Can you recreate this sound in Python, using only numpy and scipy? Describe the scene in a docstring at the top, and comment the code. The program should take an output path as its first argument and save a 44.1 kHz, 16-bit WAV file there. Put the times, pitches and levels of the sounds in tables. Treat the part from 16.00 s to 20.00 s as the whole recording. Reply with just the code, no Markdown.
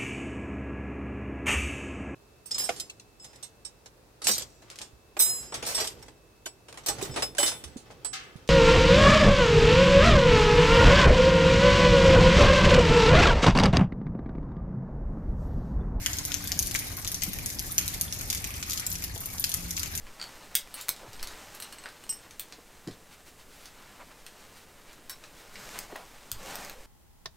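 """A large, empty, open-sided hall; a stereo pair stands a few metres from where the ceiling drips.
From the start, drops smack and spatter on wet concrete, some ringing a pocket of trapped air; the low
ceiling and the pillars echo them, then the hall. Far drops patter behind, over a rumble from outdoors.
Loose debris knocks softly at 1.3 s and again just after 3 s. By the end, at 4 s, patter and rumble
have eased a little and the microphones have turned slowly to the left."""
import sys
import numpy as np
from scipy import signal
from scipy.fft import rfft, irfft, next_fast_len
from scipy.io import wavfile
from scipy.ndimage import uniform_filter1d

SR = 44100
rng = np.random.default_rng(int(sys.argv[2]) if len(sys.argv) > 2 else 0)


def generate_wav(sig):
    """Save sig (samples, or channels by samples) to the path in sys.argv[1] as 16-bit PCM at SR."""
    pcm = np.round(np.clip(np.atleast_2d(sig).T, -1, 1) * 32767).astype(np.int16)
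    wavfile.write(sys.argv[1], SR, pcm)


N = 176400
DROP_SAMPLES, LEAD_S = 1024, .003  # length of one drop's sound; room ahead of its impact
# Low, middle and high band of a drop: [lower f/Hz, upper f/Hz]
DROP_BANDS = [(900, 3000), (3000, 8500), (8500, 17000)]


def amp(db):
    return 10 ** (np.asarray(db) / 20)


def unit_rms(x):
    return x / np.sqrt(np.mean(x ** 2) + 1e-20)


def along(points, hz):
    """Read [f/Hz, value] points on a log frequency axis."""
    f, v = np.transpose(points)
    return np.interp(np.log(hz + 1), np.log(f + 1), v)


def curve(rows):
    """Read [t/s, value] points at every sample."""
    return np.interp(np.arange(N) / SR, *np.transpose(rows))


def filtered(x, response):
    """Apply a gain given as a function of frequency."""
    m = next_fast_len(N + SR // 4)
    return irfft(rfft(x, m) * response(np.fft.rfftfreq(m, 1 / SR)), m)[..., :N]


def add(track, s, sound):
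    """Mix a sound into the track from time s."""
    i = int(round(s * SR))
    a, b = max(i, 0), min(i + sound.shape[-1], N)
    if b > a:
        track[:, a:b] += sound[:, a - i:b - i]


def rush(spectrum, likeness, patchy_db):
    """Stereo noise of rms 1 whose level wavers in patches of time and frequency."""
    z = signal.stft(rng.standard_normal((2, N)), nperseg=256)[2]
    patches = uniform_filter1d(uniform_filter1d(rng.standard_normal(z.shape[1:]), 12, 0), 8, 1)
    pair = signal.istft(z * amp(patchy_db * unit_rms(patches)), nperseg=256)[1][:, :N]

    def mid_side_gains(hz):
        angle = np.arccos(np.clip(along(likeness, hz), -1, 1)) / 2
        return amp(along(spectrum, hz)) * [np.cos(angle), np.sin(angle)]

    mid, side = filtered(pair, mid_side_gains)
    return unit_rms(np.array([mid + side, mid - side]))


def outdoors():
    """Distant rumble comes in through the open sides, with two faint, wavering hums."""
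    # Colour of the rumble: [f/Hz, level/dB per Hz]
    spectrum = [(12, -44), (20, -1.5), (49, 1), (91, 3), (140, -5.5), (177, -7.5), (211, -8.5), (286, -11),
                (320, -13), (499, -20), (900, -21.5), (1170, -24), (1980, -120)]
    # Its slow drift: [t/s, level/dB]
    level = [(0, -41), (.6, -39), (1.3, -41.5), (2.3, -41), (2.8, -42.5), (3.2, -43), (4, -43)]
    # How alike it is at the two microphones: [f/Hz, correlation]
    likeness = [(60, 0.77), (130, 0.98), (290, 0.6), (640, 0.42), (1400, 0.046)]
    # Narrow bands of noise that hum: [f/Hz, width/Hz, first level/dB, last level/dB]
    hums = [(171.4, 3.06, -58.5, -52.5), (291.2, 2.3, -54.5, -77.5)]
    out = amp(curve(level)) * rush(spectrum, likeness, patchy_db=1.5)
    for centre, width, first_db, last_db in hums:
        hum = filtered(rng.standard_normal(N), lambda hz: np.exp(-((hz - centre) / width) ** 2 / 2))
        out += unit_rms(hum) * amp(np.linspace(first_db, last_db, N))
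    return out


def patter():
    """The farthest drops blur into a wet hiss."""
    # Colour of the hiss: [f/Hz, level/dB per Hz]
    spectrum = [(260, -20), (450, -4.5), (740, 7), (1000, 0), (1500, 5), (2200, 11.5), (3000, 1.5),
                (4500, 7), (6400, 9), (8000, 2.5), (11800, 2.5), (14500, 1.5)]
    # Its slow drift: [t/s, level/dB]
    level = [(0, -42), (.8, -43), (1.6, -45.5), (2.5, -43.5), (3.2, -48), (4, -46)]
    return amp(curve(level)) * rush(spectrum, likeness=[(500, 0.71), (1400, 0.015)], patchy_db=3.5)


def hall(x, stretches=28):
    """The long concrete reverberation, with a new tail for each stretch of time."""
    # Time the hall takes to fall by 60 dB: [f/Hz, t60/s]
    t60 = [(300, 1.9), (2200, 0.91), (6000, 0.32), (10000, 0.38), (15000, 0.19)]
    out = np.zeros((2, N))
    for part in np.array_split(np.arange(N), stretches):
        hz, t, noise = signal.stft(rng.standard_normal((2, SR)), SR, nperseg=256)
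        decay = amp(-60 * t / along(t60, hz)[:, None])
        onset = 1 - np.exp(-t / 0.0016)
        tail = signal.istft(noise * decay * onset, SR, nperseg=256)[1]
        add(out, part[0] / SR, signal.fftconvolve(x[:, part], tail / np.linalg.norm(tail[0]), axes=1))
    return out


def travel(times, spectra, direct_left_db=8, echo_spread_db=1.5):
    """Each sound reaches the two microphones at different times and returns from ceiling and pillars."""
    # Echoes off ceiling and pillars: [delay/s, scatter/s, level/dB]
    echoes = [(.00475, 0.00014, -3.5), (.0068, 0.0013, -9.5), (.0093, 0.00088, -14.5),
              (0.012, 0.00018, -15), (0.017, 0.0005, -21.5), (0.029, 0.004, -15.5)]
    # The pair turning left: [t/s, lag of the left microphone/ms]
    turn = [(0, -0.085), (1.2, 0.11), (1.75, 0.22), (2.2, 0.357), (4, 0.448)]
    out, hz = np.zeros((2, N)), np.fft.rfftfreq(DROP_SAMPLES, 1 / SR)
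    chance = rng.standard_normal((len(times), len(echoes), 3))  # delay, left level, right level
    lag_s = np.interp(times, *np.transpose(turn)) / 1000
    phase_shift = np.exp(np.pi * 1j * lag_s[:, None, None] * np.outer([-1, 1], hz))
    for s, sound, jitters in zip(times - LEAD_S, irfft(spectra * phase_shift), chance):
        add(out, s, sound * amp([[direct_left_db / 2], [-direct_left_db / 2]]))
        for (delay, scatter, db), jitter in zip(echoes, jitters):
            echo = sound * amp(db + echo_spread_db * jitter[1:, None])
            add(out, s + delay + scatter * jitter[0], echo)
    return out


def bubbles(s, hz, db, life_cycles, rise_per_s=20, swell_cycles=0.79):
    """Damped bubbles ring for a few cycles and glide up by a share of their pitch."""
    t = np.maximum(np.arange(DROP_SAMPLES) / SR - LEAD_S, 0)
    cycles = hz[:, None] * t * (1 + rise_per_s * t / 2)
    swell = 1 - np.exp(-cycles / swell_cycles)
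    decay = np.exp(-cycles / life_cycles) * (1 - (t / t[-1]) ** 2)
    rings = amp(db)[:, None] * np.sin(2 * np.pi * cycles) * swell * decay
    return travel(s, rfft(rings)[:, None])


def trickle(count=240, per_s=45, centre_hz=1884, octaves=0.436):
    """Faint, hollow bubbling from distant puddles."""
    s = np.cumsum(rng.exponential(size=count)) / per_s
    pitch, size = np.clip(rng.standard_normal((2, count)), -2, 2)
    return bubbles(s, centre_hz * 2 ** (octaves * pitch), db=-47 + 2.5 * size, life_cycles=12.3)


def droplets(count=360, per_s=70, centre_hz=7400, octaves=0.57):
    """Fine spray lands as tiny, high ticks, each with a pitch of its own."""
    s = np.cumsum(rng.exponential(size=count)) / per_s
    pitch, faintness = np.clip(rng.standard_normal((2, count)), -2, 2)
    return bubbles(s, centre_hz * 2 ** (octaves * pitch), db=-35 - 1.5 * faintness, life_cycles=5.1)


def debris(rise_s=0.0048, width_octaves=0.36):
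    """Loose debris gives dull, short knocks with no ring."""
    # Soft knocks: [t/s, centre f/Hz, level/dB]
    knocks = [(1.273, 192.3, -30.5), (3.158, 395, -40.5), (3.160, 734, -41), (3.212, 1250, -43.5),
              (3.342, 1100, -38.5)]
    out, t = np.zeros((2, N)), np.arange(SR // 10) / SR
    hz = np.fft.rfftfreq(len(t), 1 / SR)
    for s, centre, db in knocks:
        band = np.exp(-(np.log2((hz + 1) / centre) / width_octaves) ** 2 / 2)
        knock = irfft(rfft(rng.standard_normal(len(t))) * band) * t * np.exp(-t / rise_s)
        add(out, s, amp(db) * knock[None] / abs(knock).max())
    return out


def drops(times, band_db, smack_s=0.00017, spatter_s=0.002, spatter_db=-9.5):
    """Water hits wet concrete: a sharp smack and a short spatter, with a level in each band."""
    # Colour of an impact: [f/Hz, level/dB]
    colour = [(300, -39), (1000, -16.5), (1600, -9.5), (2300, -2), (3400, -1), (5000, 4.5), (6500, 8),
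              (7800, 2), (9500, 1.5), (11500, 6.5), (14500, 4.5)]
    hz, t = np.fft.rfftfreq(DROP_SAMPLES, 1 / SR), np.arange(DROP_SAMPLES) / SR - LEAD_S
    dying = lambda life: (t >= 0) * np.exp(-abs(t) / life)
    noise = rng.standard_normal((len(times), 3, DROP_SAMPLES))  # smack, left and right spatter
    smack = noise[:, :1] * dying(smack_s)
    specks = unit_rms(np.sign(noise[:, 1:]) * noise[:, 1:] ** 2)  # squaring breaks hiss into specks
    spatter = amp(spatter_db) * specks * dying(spatter_s)
    spectra = rfft(smack + spatter) * amp(along(colour, hz))
    power_gain = 0
    for k, (lo, hi) in enumerate(DROP_BANDS):
        band = 1 / np.sqrt((1 + (lo / (hz + 1)) ** (6 + 8 * k)) * (1 + (hz / hi) ** 14))
        energy = np.sum(irfft(spectra * band) ** 2, axis=2).mean(axis=1)
        power = energy / (.004 * SR)  # as if spread over 4 ms
        power_gain = power_gain + (amp(band_db[:, k]) ** 2 / power)[:, None] * band ** 2
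    return travel(times, spectra * np.sqrt(power_gain)[:, None])


def far_drips(count=520, per_s=100, colour_spread_db=2.5):
    """Weaker drops land at random times all over the floor."""
    # Balance of a far drop: [low level/dB, middle level/dB, high level/dB]
    balance_db = [-18, -1.5, 4]
    s = np.cumsum(rng.exponential(size=count)) / per_s
    size_db = -49 + np.minimum(rng.exponential(size=(count, 1)), 2)
    colour_db = colour_spread_db * np.clip(rng.standard_normal((count, len(DROP_BANDS))), -2, 2)
    return drops(s, size_db + balance_db + colour_db)


def plinks():
    """A few near drops trap a small pocket of air, which rings briefly."""
    # Ringing air pockets: [t/s, f/Hz, level/dB, fall to 1/e in cycles]
    pockets = [(.0612, 2290, -19, 1.9), (0.0611, 3100, -9.5, 2), (.0616, 6800, -11, 3),
               (.205, 940, -44, 6.6), (.3192, 3650, -17, 2), (.3422, 6140, -8, 2.6),
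               (.5189, 4950, -10.5, 2.4), (.5911, 6360, -4.5, 2.3), (.7499, 2160, -15, 2.3),
               (0.7559, 1447, -22, 1.3), (1.069, 3550, -21.5, 2.5), (1.1445, 5960, -14.5, 4.7),
               (1.588, 5050, -15, 2), (1.7812, 2250, -25, 1.6), (1.7813, 6300, -5, 4.6),
               (1.7823, 5060, -13, 2.3), (2.1255, 5560, -18, 4.3), (2.7757, 4900, -22, 2.6),
               (2.866, 7450, -10, 2.9), (2.9548, 5714, -17, 2.7), (3.4406, 4820, -6, 2.3)]
    s, hz, db, life_cycles = np.transpose(pockets)
    return bubbles(s, hz, db, life_cycles[:, None])


def near_drips(gain_db=1):
    """Drops from the ceiling land within a few metres of the microphones."""
    # Impacts, with relative band levels: [t/s, low level/dB, middle level/dB, high level/dB]
    impacts = [(0.0619, -30.5, -26.5, -28.5), (0.1326, -52, -31, -36), (0.1695, -64, -40, -36),
               (0.1861, -72, -29.5, -32.5), (0.2519, -69, -34, -27.5), (0.3198, -39, -34.5, -37),
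               (0.3423, -39.5, -34, -32), (0.442, -73, -45, -36), (0.4743, -51, -34.5, -34),
               (0.519, -40.5, -30, -30.5), (0.5912, -57, -28, -22.5), (0.6262, -72, -34, -28.5),
               (0.6621, -64, -39, -35), (0.6717, -60, -35.5, -30), (0.712, -45, -37, -32.5),
               (0.7434, -56, -34, -29.5), (0.75, -32.5, -34, -40), (0.7589, -39, -28.5, -31),
               (0.791, -57, -37, -29.5), (0.97, -62, -42, -34), (1.0477, -44, -34.5, -42),
               (1.0761, -45, -30, -31), (1.1176, -45, -35.5, -30.5), (1.1442, -55, -36.5, -35),
               (1.2204, -46, -30.5, -40), (1.2228, -39, -35, -39), (1.2349, -40, -31.5, -24.5),
               (1.2865, -60, -49, -36), (1.333, -44, -39, -32), (1.3873, -39.5, -41, -34),
               (1.4608, -43, -31, -27), (1.502, -49, -37.5, -36.5), (1.5942, -51, -32, -30),
               (1.626, -67, -70, -42), (1.7194, -81, -45, -30.5), (1.7812, -29.5, -26, -22),
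               (1.7876, -37.5, -36.5, -28), (1.8598, -55, -45, -36), (1.8793, -49, -32.5, -28),
               (1.9398, -49, -37, -32), (2.0118, -45, -30, -21), (2.1253, -44, -32.5, -39),
               (2.1897, -54, -40, -38), (2.2108, -43, -39.5, -33), (2.3018, -43, -27, -28),
               (2.3281, -36, -32, -31.5), (2.349, -45.5, -33, -31), (2.374, -51, -36, -48),
               (2.443, -37.5, -33, -35), (2.473, -72, -54, -38), (2.506, -40, -47, -41),
               (2.5405, -47, -41, -46), (2.6274, -37.5, -31.5, -43), (2.698, -53, -36, -32.5),
               (2.7083, -54, -32, -34), (2.7195, -48.5, -32.5, -40), (2.7326, -43, -32.5, -31),
               (2.7755, -48, -31.5, -35), (2.7972, -45.5, -35, -31), (2.8657, -74, -34.5, -25.5),
               (2.9016, -74, -56, -30.5), (2.9164, -70, -34, -45), (2.927, -81, -49, -31),
               (2.955, -45.5, -38, -39), (3.0232, -42, -38.5, -40), (3.04, -43, -34.5, -29.5),
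               (3.2053, -73, -59, -33), (3.2585, -69, -42.5, -30.5), (3.3382, -56, -64, -38),
               (3.3824, -60, -35.5, -44), (3.3975, -68, -58, -24.5), (3.4415, -35, -29, -25),
               (3.4936, -57, -39, -30), (3.517, -59, -33.5, -34), (3.541, -45, -30, -23.5),
               (3.7078, -47, -32.5, -32.5), (3.7674, -56, -30, -42), (3.7772, -37, -36, -36),
               (3.7953, -60, -32, -30.5), (3.832, -38, -32, -33), (3.8592, -47, -44, -40),
               (3.9522, -49.5, -36.5, -30.5), (3.9639, -65, -48, -37), (3.9764, -49.5, -33.5, -33)]
    rows = np.array(impacts)
    return amp(gain_db) * drops(rows[:, 0], rows[:, 1:])


def scene():
    """Drips and debris with their reverberation, in front of patter and rumble."""
    hits = near_drips() + far_drips() + droplets() + trickle() + debris()
    rings = plinks()
    reverberation = hall(amp(-6.5) * hits + amp(-10.5) * rings)  # the close rings excite the hall less
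    return hits + rings + reverberation + patter() + outdoors()


def record(dry):
    """The two microphone ports colour the sound differently; the treble ends steeply near 14.7 kHz."""
    # Left port over right: [f/Hz, level/dB]
    left_over_right = [(60, 0), (170, 1.5), (1000, 3.5), (2300, 0.5), (3500, 1.5), (4900, -3.5), (6500, 3),
                       (8000, -0.5), (9800, -6.5), (12300, -2), (14500, -6.5)]
    ports = filtered(dry, lambda hz: amp(np.outer([.5, -.5], along(left_over_right, hz))))
    treble_cut = lambda hz: amp(np.interp(hz, [14550, 14950, 15900, 16800], [0, -16, -30, -90]))
    return filtered(ports, treble_cut)


dry = scene()
out = record(dry)
generate_wav(out)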